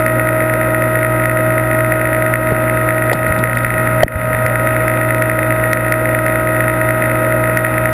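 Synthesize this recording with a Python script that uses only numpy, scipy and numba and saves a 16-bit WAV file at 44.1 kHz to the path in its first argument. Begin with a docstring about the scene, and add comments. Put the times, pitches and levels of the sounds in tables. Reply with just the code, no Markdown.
"""A steady hum and six-vane impeller whine run throughout, with a loose rotor ticking once a turn.
The microphone hangs in a sealed housing in the fish tank, with the induction-motor pump running.
The hum and whine are sines locked to mains and rotor; ticks, knocks and bubbles are ringing modes; flow is noise.
Midway the housing is bumped and rubbed. Some loud ticks add a bright overload click, fast gain control
ducks after each peak, and a sample-hold puts mirror images of the sound high up."""
import sys
import numpy as np
from scipy import signal
from scipy.fft import rfft, irfft
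from scipy.io import wavfile
from numba import njit

SR = 44100
rng = np.random.default_rng(int(sys.argv[2]) if len(sys.argv) > 2 else 0)


def unload_wav(signal):
    """Save mono or channel-first audio to the path in sys.argv[1] as 16-bit WAV at rate SR, clipped to [-1, 1]."""
    wavfile.write(
        sys.argv[1],
        SR,
        np.round(np.clip(np.atleast_2d(signal).T, -1, 1) * 32767).astype(np.int16),
    )


def voltage_ratio(decibels):
    """Convert decibels (scalar or array-like) to amplitude ratios, 20 dB per decade."""
    exponent = np.asarray(decibels, float) / 20
    return 10 ** exponent


N = 349697
TIME = np.arange(N) / SR   # s

# Every level below is set ahead of the recorder's filters and gain control.
# Rotor speed, with a brief sag after the big knock: start_s, speed_turns_per_s
ROTOR_SPEED = [(0, 52.7384), (4.03, 52.732), (4.28, 52.5245), (4.55, 52.7715), (7.93, 52.7491)]
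# Steady tones of rotor and magnetic pull: turn_rate_multiple, pull_rate_multiple
TONE_ORDERS = [(0, 1 / 2), (0, 1), (0, 3 / 2), (0, 2), (0, 3), (0, 4), (1, 2), (6, 0), (6, 1), (12, 0),
               (12, 1), (13, 0), (18, 0), (18, 1), (19, 0), (23, 0), (24, 0), (24, 1), (25, 0), (25, 1),
               (26, 1), (27, 0), (28, 0), (30, -1), (30, 0), (35, 0), (36, 0), (36, 1), (48, 0), (49, 0),
               (54, 0), (55, 0), (60, 0)]
# Mean level of each steady tone: level_db (rms)
TONE_LEVELS = [-30, -18.5, -31.5, -32, -30, -42.5, -40, -25.5, -43, -17.5, -41.5, -40, -32.5, -39.5, -40.5,
               -40.5, -23, -34.5, -32, -29.5, -50.5, -40, -52, -45.5, -33, -60, -27, -37, -42, -49, -55.5,
               -55, -54]
# Tones that fade while the housing is handled:
# start_s, change_of_turn_order_6_and_pull_harmonic_3_db, change_of_turn_order_12_db
HANDLING_FADES = [(3.05, 0, 0), (3.2, -4, -1), (3.38, -2, -1), (3.55, -13.5, -9.5), (3.8, -3, -2.5),
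                  (4.0, -3.5, -2), (4.3, -30, -1), (4.55, -4.5, -2.5), (4.85, -1, -0.5)]
# Tick strength round one slip cycle: slip_cycles, strength_db
TICK_STRENGTH = [(.2, -15.5), (.3, -11.5), (.39, -4.5), (0.481, -8), (.56, -19.5), (.66, -11.5), (.78, -2),
                 (.88, -16.5), (.97, -8.5), (1.1, -23), (1.2, -33.5)]
# The hardest ticks; some overload the recorder, adding a bright click (-30 dB is next to none):
# start_s, strength_db, overload_click_db
HARD_TICKS = [(.0624, -3.5, -3), (.1954, -2.5, -30), (.4038, -3.5, -30), (.8209, -3, -7), (1.2552, -3, -30),
              (1.5795, -3.5, -30), (1.9206, -2, -16), (2.3375, -1.5, -18), (3.0962, -4, -30),
              (3.1139, -2.5, -9), (3.4376, -4, -14), (3.5708, -3, -30), (3.6462, -1.5, -14),
              (3.7034, -4.5, -30), (4.0796, 4, 3), (4.4628, -.5, 3), (4.5556, -2.5, -30), (4.6712, -2, -12),
              (4.8797, -2.5, -3), (4.9724, -3.5, -30), (5.1055, -3, -30), (5.2212, -2, -30),
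              (5.2966, -2, -6), (5.3892, -3.5, -30), (5.4294, -3.5, -30), (5.5051, -3, -30),
              (5.7308, -2, -11), (5.9217, 0, -6), (6.1473, -2, -30), (6.2632, -3, -2), (6.6047, -3, -30),
              (6.68, -3, -30), (7.0216, -2.5, -14), (7.5714, -1.5, -8), (7.6468, -2.5, -30),
              (7.7797, -2.5, -30), (7.8554, -2.5, -30)]
# Modes a tick sets ringing: pitch_hz, t60_s
TICK_RING_MODES = [(1910, .012), (2140, .006), (2510, .011), (1450, .016), (3200, .007), (3666, .009)]
# Weight of each tick mode: level_db
TICK_MODE_LEVELS = [4, -11, -9, 1, -1.5, -8]
# Hard knocks on the housing: start_s, strength_db, pitch_hz, contact_s, snap_db
HARD_KNOCKS = [(2.5203, 0, 410, 0.0014, -52), (3.1153, 0.5, 577, 0.0027, -37),
               (3.1313, 2.5, 740, 0.00024, -10), (4.0313, 26, 632, 0.0044, -14),
               (4.0395, 19, 75.4, .006, -30)]
# Soft pushes on the housing: start_s, strength_db, pitch_hz
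SOFT_THUDS = [(2.518, -5.5, 150), (3.1451, -5.5, 148), (3.3, -5.5, 100), (3.387, -8, 204), (3.427, -9, 298),
              (4.062, 5, 262), (4.151, 0, 89.5), (4.276, -15, 240), (4.338, -12, 115), (4.439, -12, 90.5)]
# Rubbing on the housing: start_s, strength_db
RUBS = [(3.063, -19), (3.088, -23), (3.105, -28), (3.127, 0.5), (3.156, -22), (3.278, -15), (3.345, -22),
        (3.386, -8.5), (3.55, -9), (3.582, -11), (3.63, -19)]
# Low rumble, louder while the housing is handled: start_s, level_db (rms)
HANDLING_RUMBLE = [(3.05, -42), (3.15, -30), (4.5, -29), (4.7, -49)]
# Flow through the tank and housing resonances: pitch_hz, width_hz, level_db (relative)
FLOW_RESONANCES = [(73, 52, -4), (274, 194, -3), (781, 218, -5.5), (1464, 486, -6.5), (1948, 460, -5.5),
                   (2503, 335, -12.5), (3596, 300, -23.5)]

PULL_HZ, PULL_START_CYCLES = 119.982, -.443   # magnetic pull, at twice the mains
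START_TURNS = .0072
# The rotor strikes earlier in its turn as the pull slips ahead (turns; lead is turns per slip cycle)
TICK_ANGLE, TICK_LEAD, TICK_JITTER = .423, .285, .005
TICK_SPREAD_DB, TICK_TOP_DB = 3, -5
OVERLOAD_DELAY_S, OVERLOAD_LOW_CUT_HZ = .0012, 3000
KNOCK_T60_S = .0083
THUD_SWELL_CYCLES, THUD_T60_CYCLES = .73, 4.4
FLOW_DB, BUBBLES_DB, HISS_DB = -24, -25, -44   # rms
BUBBLES_PER_S = 580
HOLD_HZ, HOLD_STEPS = 12000, 4   # each held sample is repeated four times


def rms_one(x):
    """Scale to rms 1."""
    return x / np.sqrt(np.mean(x ** 2) + 1e-20)


def in_time(rows):
    """Columns of a curve table, interpolated at every sample."""
    start_s, *columns = np.transpose(rows)
    return [np.interp(TIME, start_s, column) for column in columns]


def drift(rate_hz):
    """Slow random wander of spread 1, from noise through two equal poles at a 40th of the sample rate."""
    r = np.exp(-80 * np.pi * rate_hz / SR)
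    noise = rng.standard_normal(N // 40 + 2002)
    slow = signal.lfilter([1], [1, -2 * r, r * r], noise)[2000:]   # settled part
    return np.interp(np.arange(N) / 40, np.arange(len(slow)), rms_one(slow))


def ring(clicks, hz, t60):
    """Damped resonance: a unit click sets a sine of height 1 ringing."""
    r = voltage_ratio(-60 / (t60 * SR))
    w = 2 * np.pi * hz / SR
    return signal.lfilter([0, np.sin(w)], [1, -2 * r * np.cos(w), r * r], clicks + 1e-18)


def cut(x, hz, kind, order):
    """Butterworth low-, high- or band-pass."""
    return signal.sosfilt(signal.butter(order, hz, kind, fs=SR, output="sos"), x)


def motor_tones(turns, pull, fade_db):
    """Hum and impeller whine: sines locked to rotor and magnetic pull, each wavering slightly in level."""
    out = 0
    for (order, multiple), db in zip(TONE_ORDERS, TONE_LEVELS):
        level_db = db + fade_db.get((order, multiple), 0) + drift(7.3)
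        cycles = order * turns + multiple * pull + rng.random()
        out = out + np.sqrt(2) * voltage_ratio(level_db) * np.cos(2 * np.pi * cycles)
    return out


def place_soft_ticks(turns, pull):
    """One strike a turn, its moment and strength set by how far the pull has slipped ahead."""
    slip_cycles, strengths_db = np.transpose(TICK_STRENGTH)
    whole = np.arange(int(turns[-1]))
    slip = (np.interp(whole + 1 / 3, turns, pull - 2 * turns) - .2) % 1 + .2
    angle = TICK_ANGLE - TICK_LEAD * slip + TICK_JITTER * rng.standard_normal(len(whole))
    start_s = np.interp(whole + angle, turns, TIME)
    strength_db = np.interp(slip, slip_cycles, strengths_db)
    strength_db = strength_db + TICK_SPREAD_DB * rng.standard_normal(len(whole))
    return start_s, np.minimum(strength_db, TICK_TOP_DB)


def rotor_ticks(turns, pull):
    """Each strike of the loose rotor skids for a few cycles, swelling the ringing modes."""
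    soft_s, soft_db = place_soft_ticks(turns, pull)
    hard_s, hard_db, _ = np.transpose(HARD_TICKS)
    # a listed hard tick replaces any soft one within 6 ms
    free = np.abs(soft_s[:, None] - hard_s).min(axis=1) > .006
    at = (np.r_[hard_s, soft_s[free]] * SR).astype(int)
    strength_db = np.r_[hard_db, soft_db[free]]
    ringing = 0
    for (hz, t60), mode_db in zip(TICK_RING_MODES, TICK_MODE_LEVELS):
        clicks = np.zeros(N)
        clicks[at] = voltage_ratio(strength_db + mode_db + 1.34 * rng.standard_normal(len(at)))
        ringing = ringing + ring(clicks, hz, t60)
    t = TIME[:80] - TIME[40]
    skid = np.hanning(len(t)) * np.cos(2 * np.pi * 2100 * t) * 4 / len(t)
    skid[36] += .1   # a little of the contact is a hard edge
    return cut(np.convolve(ringing, skid)[:N], 3600, "low", order=3)


def overload_clicks():
    """Some loud ticks overload the recorder: each adds a bright click, a high-passed impulse."""
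    hard_s, _, overload_click_db = np.transpose(HARD_TICKS)
    clicks = np.full(N, 1e-18)
    clicks[((hard_s + OVERLOAD_DELAY_S) * SR).astype(int)] = voltage_ratio(overload_click_db)
    return cut(clicks, OVERLOAD_LOW_CUT_HZ, "high", order=2)


def blow(t, hz, contact, t60):
    """A ring that swells while the contact lasts, then dies."""
    swell = np.minimum(t / contact, 1)
    decay = voltage_ratio(-60 * np.maximum(t - contact, 0) / t60)
    return swell * decay * np.sin(2 * np.pi * hz * t)


def housing():
    """Knocks and pushes ring the housing, knocks also snap; rubbing gives rumble and gritty noise puffs."""
    rumble_db, = in_time(HANDLING_RUMBLE)
    rumble = cut(cut(rng.standard_normal(N), 230, "low", order=2), 62, "high", order=2)
    out = voltage_ratio(rumble_db + drift(2.9)) * rms_one(rumble)
    t = TIME[:SR // 10]
    for s, strength_db, hz, contact, snap_db in HARD_KNOCKS:
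        snap = cut(rng.standard_normal(len(t)), 900, "high", order=1) * voltage_ratio(-60 * t / .026)
        knock = voltage_ratio(strength_db) * blow(t, hz, contact, KNOCK_T60_S)
        out[round(s * SR):][:len(t)] += knock + voltage_ratio(snap_db) * snap
    for s, strength_db, hz in SOFT_THUDS:
        thud = blow(t, hz, THUD_SWELL_CYCLES / hz, THUD_T60_CYCLES / hz)
        out[round(s * SR):][:len(t)] += voltage_ratio(strength_db) * thud
    for s, strength_db in RUBS:
        envelope = np.minimum(t / .0028, 1) * voltage_ratio(strength_db - 60 * t / .027)
        grit = rng.standard_normal(len(t)) * envelope
        puff = cut(grit, [3300, 4000], "band", order=1) + .13 * cut(grit, 1600, "high", order=2)
        out[round(s * SR):][:len(t)] += puff
    return out


def flow():
    """Rush of water: noise shaped by the resonances of tank and housing."""
    hz = np.fft.rfftfreq(N, 1 / SR)
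    power = 0
    for pitch_hz, width_hz, db in FLOW_RESONANCES:
        power = power + voltage_ratio(db) ** 2 / (1 + (2 * (hz - pitch_hz) / width_hz) ** 2) ** 2
    rush = irfft(rfft(rng.standard_normal(N)) * np.sqrt(power), N)
    return voltage_ratio(FLOW_DB + drift(6.6)) * rms_one(rush)


def bubbles():
    """A random stream of bubbles of twelve pitches, each ring falling 60 dB in sixty cycles."""
    clicks = voltage_ratio(3.1 * rng.standard_normal(N)) * (rng.random(N) < BUBBLES_PER_S / SR)
    dealt = rng.integers(0, 12, N)   # which pitch each bubble takes
    pitches_hz = 555 * voltage_ratio(np.linspace(-1.0, .7, num=12))
    stream = sum(ring(clicks * (dealt == k), hz, 60 / hz) for k, hz in enumerate(pitches_hz))
    stream = cut(cut(stream, 970, "low", order=4), 630, "high", order=2)
    return voltage_ratio(BUBBLES_DB + drift(1)) * rms_one(stream)


def microphone_hiss():
    """The microphone's own hiss: steady white noise."""
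    return voltage_ratio(HISS_DB) * rng.standard_normal(N)


def scene():
    """Pump, housing and water at the microphone, with its hiss and the overload clicks."""
    turns = START_TURNS + np.cumsum(in_time(ROTOR_SPEED)[0]) / SR
    pull = PULL_START_CYCLES + PULL_HZ * TIME
    low_db, vane_db = in_time(HANDLING_FADES)
    fade_db = {(6, 0): low_db, (0, 3): low_db, (12, 0): vane_db}
    pump = motor_tones(turns, pull, fade_db) + rotor_ticks(turns, pull)
    return (pump + overload_clicks() + housing() + flow() + bubbles() + microphone_hiss())[None]


@njit
def gain_control(x, ceiling, attack, release, glide):
    """The log gain is pushed down while output is over the ceiling, creeps back, and follows smoothly."""
    out, aim, duck = np.empty_like(x), 0., 0.
    for i in range(len(x)):
        out[i] = x[i] * np.exp(-duck)
        aim += attack * (abs(out[i]) > ceiling) - release * aim
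        duck += glide * (aim - duck)
    return out


def sample_hold(x):
    """Sampling copies the band round the hold rate; repeating each sample tilts and notches the spectrum."""
    sampled = x * (1 + 2 * np.cos(2 * np.pi * HOLD_HZ * TIME))
    hz = np.fft.rfftfreq(N, 1 / SR)
    response = np.sinc(hz / HOLD_HZ) / np.sinc(hz / HOLD_HZ / HOLD_STEPS)
    return cut(irfft(rfft(sampled) * response, N), 14900, "low", order=30)


def low_pass(x):
    """Removes everything above the highest recorded frequency."""
    return signal.sosfilt(signal.butter(12, 15850, fs=SR, output="sos"), x)


def record(dry):
    """The recorder: low cut, gain control, band limit, overload, then sample-hold with its mirror images."""
    x = cut(dry[0], 35, "high", order=1)
    x = gain_control(x, 0.67, 600 / SR, 9.0 / SR, 1500 / SR)   # the last three are rates per second / SR
    x = np.clip(cut(x, 5450, "low", order=20), -1, 1)
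    mix = np.clip(sample_hold(x), -1, 1)[None]
    return low_pass(mix)


dry = scene()
out = record(dry)
unload_wav(out)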